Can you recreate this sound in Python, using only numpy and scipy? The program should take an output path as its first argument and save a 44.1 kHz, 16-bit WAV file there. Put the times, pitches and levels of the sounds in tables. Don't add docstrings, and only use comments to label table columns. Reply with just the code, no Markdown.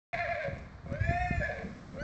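import sys
import numpy as np
from scipy import signal
from scipy.fft import rfft, irfft
from scipy.io import wavfile

SR = 44100
rng = np.random.default_rng(int(sys.argv[2]) if len(sys.argv) > 2 else 0)


def unload_audio(sound):
    columns = np.transpose(np.atleast_2d(sound))
    steps = np.round(np.clip(columns, -1, 1) * 32767)
    wavfile.write(sys.argv[1], SR, steps.astype(np.int16))


N = 89919
TIME = np.arange(N) / SR


def amp(db):
    return 10 ** (np.asarray(db) / 20)


def unit(x):
    return x / np.sqrt(np.mean(x ** 2) + 1e-20)


def curves(table):
    s, *columns = np.transpose(table)
    return [np.interp(TIME, s, column) for column in columns]


def read(points, hz):
    point_hz, value = np.transpose(points)
    return np.interp(np.log(hz + 1), np.log(point_hz), value)


def shape(x, spectrum):
    gain = amp(read(spectrum, np.fft.rfftfreq(N, 1 / SR)))
    return irfft(rfft(x) * gain, N)


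def colour(x, spectrum):
    return unit(shape(x, spectrum))


def noise(spectrum):
    return colour(rng.standard_normal(N), spectrum)


def wander(hz):
    f = np.fft.rfftfreq(N, 1 / SR)
    return unit(irfft(rfft(rng.standard_normal(N)) / (1 + (f / hz) ** 4), N))


def swell(start, rise_s):
    u = np.maximum(TIME - start, 0) / rise_s
    return u * np.exp(1 - u)


def phase(hz):
    return 2 * np.pi * np.cumsum(hz) / SR


# start_s, deep_level_db, upper_level_db
RUMBLE_LEVELS = [(.13, -45.5, -39.5), (.22, -50.5, -56.5), (.35, -47.5, -52.5), (.41, -66, -61.5),
                 (.47, -45.5, -47), (.56, -48.5, -44.5), (.82, -54.5, -58), (.91, -44.5, -39.5),
                 (.975, -45, -60.5), (1.06, -36, -41.5), (1.2, -41.5, -53), (1.35, -39.5, -47),
                 (1.45, -43, -51), (1.58, -50.5, -50.5), (1.66, -50.5, -40), (1.73, -76, -44.5),
                 (1.89, -62, -46.5), (1.96, -60.5, -39.5), (2.04, -37.5, -51)]
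# frequency_hz, relative_level_db
DEEP_SPECTRUM = [(15, -34.5), (32, -18), (65, -1.5), (110, -5), (160, -12.5), (400, -61.5)]
UPPER_SPECTRUM = [(70, -7), (130, -2.5), (190, 2.5), (260, -6), (380, -14.5), (800, -45.5)]
# frequency_hz, relative_level_db
AIR_SPECTRUM = [(100, 4.5), (350, -2.5), (600, 4.5), (870, -2), (1100, 1), (2000, -5.5), (2800, -21),
                (4200, -15.5), (6000, -28.5), (8000, -41)]
# start_s, level_db
HISS_LEVELS = [(.13, -64.5), (.8, -76), (1.5, -64), (1.85, -66), (2.04, -69)]
# frequency_hz, relative_level_db
GRIT_SPECTRUM = [(1500, -2), (3800, 0), (5500, 1.5), (8000, -7.5)]
DEEP_TRIM_DB, UPPER_TRIM_DB, AIR_DB = 2, -3, -56


def outdoors():
    deep_db, upper_db = curves(RUMBLE_LEVELS)
    hiss_db, = curves(HISS_LEVELS)
    deep = amp(DEEP_TRIM_DB + deep_db) * noise(DEEP_SPECTRUM)
    upper = amp(UPPER_TRIM_DB + upper_db) * noise(UPPER_SPECTRUM)
    background = amp(AIR_DB) * noise(AIR_SPECTRUM)
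    hiss = amp(hiss_db) * noise(GRIT_SPECTRUM)
    return deep + upper + background + hiss


# start_s, fold_pitch_hz, low_tone_level_db, treble_level_db
SHORT_CALL = [(0.128, 686.4, -44, -35), (.146, 701.1, -34, -35), (.162, 640.3, -42.5, -41.5),
              (.178, 647, -44, -38.5), (0.195, 702.1, -36.5, -34.5), (.234, 686.6, -37, -39),
              (.254, 604, -36.5, -39), (.277, 543.7, -42, -41.5), (0.292, 690.1, -37.5, -37.5),
              (.326, 687.8, -35, -36), (.342, 611.2, -42.5, -39.5), (0.376, 575.5, -37, -39),
              (0.401, 638.6, -35, -42.5), (0.419, 613, -46, -36.5), (0.455, 566, -33.5, -40.5),
              (.482, 549.2, -36, -47.5), (0.503, 603.3, -50, -60.5), (0.562, 562.3, -53.5, -54.5)]
LONG_CALL = [(.86, 551.5, -51.5, -69.5), (.905, 547.4, -48, -55), (.94, 568, -37, -46),
             (.96, 593.7, -40.5, -44), (.982, 623, -47.5, -52), (1.014, 648, -57, -45),
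             (1.045, 657.6, -61, -42), (1.078, 669, -39.5, -42.5), (1.108, 691.5, -38, -37),
             (1.154, 696.5, -36, -39), (1.21, 720.6, -39, -37.5), (1.305, 710.5, -44.5, -37.5),
             (1.348, 687, -42.5, -42), (1.392, 684.3, -57, -46.5), (1.414, 597, -32.5, -42.5),
             (1.432, 585.5, -36.5, -39.5), (1.455, 653, -42, -40.5), (1.478, 618.5, -49, -40.5),
             (1.496, 558.5, -34.5, -43), (1.524, 624.3, -39.5, -44.5), (1.556, 537.2, -45.5, -51),
             (1.61, 560.2, -42.5, -51), (1.66, 520, -50, -62)]
THIRD_CALL = [(1.93, 540, -59, -66), (1.975, 520, -43, -54), (2.0, 570, -40, -45), (2.039, 605, -45, -47)]
# start_s, pitch_hz
SHORT_WHISTLE_PITCH = [(.135, 1770), (.165, 1680), (0.196, 1750), (.235, 1725), (.265, 1620), (0.299, 1745),
                       (0.344, 1640), (0.384, 1690), (0.404, 1585), (.47, 1560)]
LONG_WHISTLE_PITCH = [(0.905, 1180), (0.935, 1460), (0.975, 1580), (1.04, 1700), (1.198, 1830),
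                      (1.37, 1765), (1.41, 1715), (1.62, 1680)]
THIRD_WHISTLE_PITCH = [(1.963, 1290), (2, 1440), (2.039, 1598)]
# start_s, roughness (0-1), overtone_level_db, whistle_level_db, rasp_level_db
VOICE_QUALITY = [(.13, 0.21, -6.5, -9, -4.5), (.17, 0.34, -4, -8, -1), (.21, 0.12, 3.5, -2, -12),
                 (.27, .3, -1, -6.5, -5.5), (.31, 0.2, 4, -1, -13.5), (.36, 0.34, -2.5, -4.5, -4),
                 (.41, 0.18, -12, 1, -6), (.47, 0.55, 1.5, -16, -5.5), (.53, 1, -14, -30.5, 1),
                 (.87, 0.88, -10, -3, -1), (.95, .15, -7.5, 2.5, -10), (1.05, .1, -11.5, 2, -7),
                 (1.085, 0.1, -4, -1, -15.5), (1.108, 0.19, -2.5, -3.5, -11.5), (1.2, 0.08, -3, -4.5, -19),
                 (1.32, .08, 0, -6, -22), (1.385, 0, 6.5, 6, -9.5), (1.41, 0.42, -11.5, 3.5, -8.5),
                 (1.48, 0.43, -9, 0, -7), (1.54, 0.81, 0, -10, -0.5), (1.66, 1, -4, -5, 2),
                 (1.96, 0.77, -8.5, -3, -1), (2.0, 0.2, -3.5, 4.5, -16)]
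# frequency_hz, level_db
OVERTONE_SPECTRUM = [(1100, -19), (1420, -10.5), (1750, -3), (2150, -1.5), (2450, -15), (2850, -22),
                     (3550, -25.5), (4200, -18.5), (5200, -36), (8000, -16)]
# partial_level_db, lower_sidetone_level_db, upper_sidetone_level_db
WHISTLE_PARTIALS = [(0, -26.5, -4), (-19, -33, -39), (-18, -37, -23), (-19, -28, -29.5)]
# frequency_hz, gain_db
MOUTH_RESONANCES = [(1280, -4), (1500, -0.5), (2900, 1.5), (3380, -6.5), (3650, 1.5), (4250, 1.5),
                    (4800, -2)]
# frequency_hz, gain_db
LOW_TONE_PASSAGE = [(300, -32.5), (450, 3), (600, -2.5), (730, 4.5), (800, -3), (880, -28), (1100, -23.5),
                    (1400, -29)]
# frequency_hz, relative_level_db
THROAT_COLOUR = [(300, -33), (480, -13.5), (680, -5.5), (780, -15.5), (900, -13), (1080, -1), (1300, -24),
                 (1600, -1.5), (1900, -2), (2170, 4.5), (2500, -5.5), (2700, -14.5), (3100, -25),
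                 (3500, -15), (4200, -18), (4700, -29), (6000, -30), (8000, -41.5)]
ATTACK_S, RELEASE_S = 0.004, 0.055
FOLD_JITTER, JITTER_HZ = 0.04, 103
WHISTLE_WAVER, WHISTLE_JITTER = .008, .008
SHIMMER = 0.58
FLUTTER_HZ, FLUTTER_DEPTH, FLUTTER_SPREAD = 110.03, 0.4, 0.2
SPLIT_ROUGH, LOW_SPLIT_DB, WHISTLE_SPLIT_DB = 0.58, -10.5, 1
TIGHT_HZ, SIDETONE_DB_PER_HZ = 734, 0.06
LOW_TRIM_DB, OVERTONE_TRIM_DB, WHISTLE_TRIM_DB, RASP_TRIM_DB, SMEAR_DB = 0.52, -4.5, 0.06, 0.36, -1.34
SHORT_DULL_DB, LONG_DULL_DB, THIRD_DULL_DB = -11.5, -3, 0
BRIGHTEN, USUAL_DB = 0.42, -44.5
ROUGH_DULL_DB = -6.5
BLUR_RAD = 0.6
RASP_SCATTER = 1.7


def whinny(call, whistle_pitch, dull_db):
    fold_hz, low_db, treble_db = curves(call)
    whistle_hz, = curves(whistle_pitch)
    rough, overtone_db, whistle_db, rasp_db = curves(VOICE_QUALITY)
    rough = np.clip(rough, 0, 1)

    fold = phase(fold_hz * (1 + FOLD_JITTER * rough * wander(JITTER_HZ)))
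    waver = WHISTLE_WAVER + WHISTLE_JITTER * rough
    high = phase(whistle_hz * (1 + waver * wander(JITTER_HZ)))
    beat = phase(FLUTTER_HZ * (1 + FLUTTER_SPREAD * wander(59.4)))
    flutter = 1 + FLUTTER_DEPTH * rough * np.cos(beat)
    split = np.minimum(rough / SPLIT_ROUGH, 1) ** 2

    smear = wander(160) * np.cos(fold) + wander(190) * np.sin(fold)
    tone = np.sin(fold) + amp(LOW_SPLIT_DB) * split * np.sin(fold + beat)
    steady = np.sqrt(2 * (1 - rough ** 3)) * tone
    low = shape(steady + amp(SMEAR_DB) * rough ** 2 * smear, LOW_TONE_PASSAGE)

    overtones = np.zeros(N)
    for k in range(2, 9):
        strength = amp(read(OVERTONE_SPECTRUM, k * fold_hz)) * (1 + SHIMMER * wander(49))
        overtones += strength * np.sin(k * fold)

    tilt_db = dull_db + BRIGHTEN * (treble_db - USUAL_DB) + ROUGH_DULL_DB * rough
    slack_db = SIDETONE_DB_PER_HZ * np.minimum(fold_hz - TIGHT_HZ, 0)
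    whistle = np.zeros(N)
    for k, row in enumerate(WHISTLE_PARTIALS, 1):
        for side, db in zip((0, -1, 1), row):
            level_db = db + tilt_db * np.log2(k) + slack_db * abs(side)
            strength = amp(level_db) * (1 + SHIMMER * wander(31))
            blur = BLUR_RAD * (k - 1) * wander(120)
            whistle += strength * np.sin(k * high + side * fold + blur)
    twin = amp(WHISTLE_SPLIT_DB) * split * np.sin(high - beat)
    whistle = shape(whistle + twin, MOUTH_RESONANCES)

    pulses = np.diff(np.floor(fold / (2 * np.pi)), prepend=0)
    puffs = pulses * (1 + RASP_SCATTER * rng.standard_normal(N))
    rasp = colour(puffs * flutter, THROAT_COLOUR)

    voiced = amp(OVERTONE_TRIM_DB + overtone_db) * overtones + amp(WHISTLE_TRIM_DB + whistle_db) * whistle
    treble = voiced * flutter + amp(RASP_TRIM_DB + rasp_db) * rasp
    before_s = np.maximum(call[0][0] - TIME, 0)
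    after_s = np.maximum(TIME - call[-1][0], 0)
    gate = np.exp(-before_s / ATTACK_S - after_s / RELEASE_S)
    return gate * (amp(LOW_TRIM_DB + low_db) * low + amp(treble_db) * treble)


# start_s, level_db, pitch_hz, rise_s
HOOF_THUDS = [(.153, -40.5, 290, 0.0021), (0.481, -30, 148.4, 0.0045), (0.52, -39, 140, 0.0031),
              (0.53, -28.5, 115, 0.0031), (0.859, -35.5, 166, 0.0062), (0.9207, -25, 160, 0.0016),
              (0.939, -35, 150, 0.0079), (1.009, -22.5, 100, 0.0061), (1.055, -30.5, 89.4, 0.0058),
              (1.09, -22, 133.4, 0.0034), (1.108, -25, 194, 0.0016), (1.195, -30, 70.5, 0.0098),
              (1.226, -41, 90.4, 0.003), (1.3086, -21.5, 165, 0.002), (1.375, -25.5, 70, 0.006),
              (1.399, -27, 153, 0.0033), (1.647, -30.5, 180, 0.0046), (1.667, -35.5, 181.2, 0.0054),
              (2.016, -25, 140, 0.00076)]
# frequency_hz, relative_level_db
DIRT_SPECTRUM = [(100, 1), (220, 2.5), (420, 4.5), (700, -6.5), (2000, -47), (8000, -47)]
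# start_s, level_db, rise_s
GRIT_SCUFFS = [(.435, -60, 0.0037), (0.579, -61, 0.0065), (0.925, -54, 0.0019)]
CRUNCH_DB, CRUNCH_RISE_S = -17.5, 0.0034
CRUNCH_HZ = 153


def hooves():
    dirt = noise(DIRT_SPECTRUM)
    thuds = np.zeros(N)
    for start, db, hz, rise_s in HOOF_THUDS:
        push = -swell(start, rise_s) * np.sin(2 * np.pi * hz * (TIME - start))
        crunch = amp(CRUNCH_DB) * (hz / CRUNCH_HZ) ** 2 * swell(start, CRUNCH_RISE_S) * dirt
        thuds += amp(db) * (push + crunch)
    scuff_level = sum(amp(db) * swell(start, rise_s) for start, db, rise_s in GRIT_SCUFFS)
    return thuds + noise(GRIT_SPECTRUM) * scuff_level


# frequency_hz, decay_s
FENCE_DECAY = [(100, 0.12), (600, 0.39), (2000, 0.69), (8000, 0.44)]
FENCE_DB, FENCE_DELAY_S, ECHOES_PER_S = -8, .022, 2500


def fence(x):
    echoes = rng.standard_normal(SR) * (rng.random(SR) < ECHOES_PER_S / SR)
    hz, t, z = signal.stft(echoes, SR, nperseg=256)
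    decay = amp(-60 * t / read(FENCE_DECAY, hz)[:, None])
    tail = signal.istft(z * decay, SR, nperseg=256)[1]
    delay = np.zeros(int(FENCE_DELAY_S * SR))
    tail = np.concatenate([delay, tail / np.linalg.norm(tail)])
    return signal.fftconvolve(x, tail)[:N]


def scene():
    air = outdoors()
    voice = (whinny(SHORT_CALL, SHORT_WHISTLE_PITCH, SHORT_DULL_DB)
             + whinny(LONG_CALL, LONG_WHISTLE_PITCH, LONG_DULL_DB)
             + whinny(THIRD_CALL, THIRD_WHISTLE_PITCH, THIRD_DULL_DB))
    horse = voice + hooves()
    return (horse + amp(FENCE_DB) * fence(horse) + air)[None]


START_S, EDGE_HZ = .13, 8100


def record(dry):
    opened = dry * np.clip((TIME - START_S) / .001, 0, 1)
    lowpass = signal.firwin(401, EDGE_HZ, window=("kaiser", 8), fs=SR)
    return signal.oaconvolve(opened, lowpass[None], "same")


dry = scene()
out = record(dry)
unload_audio(out)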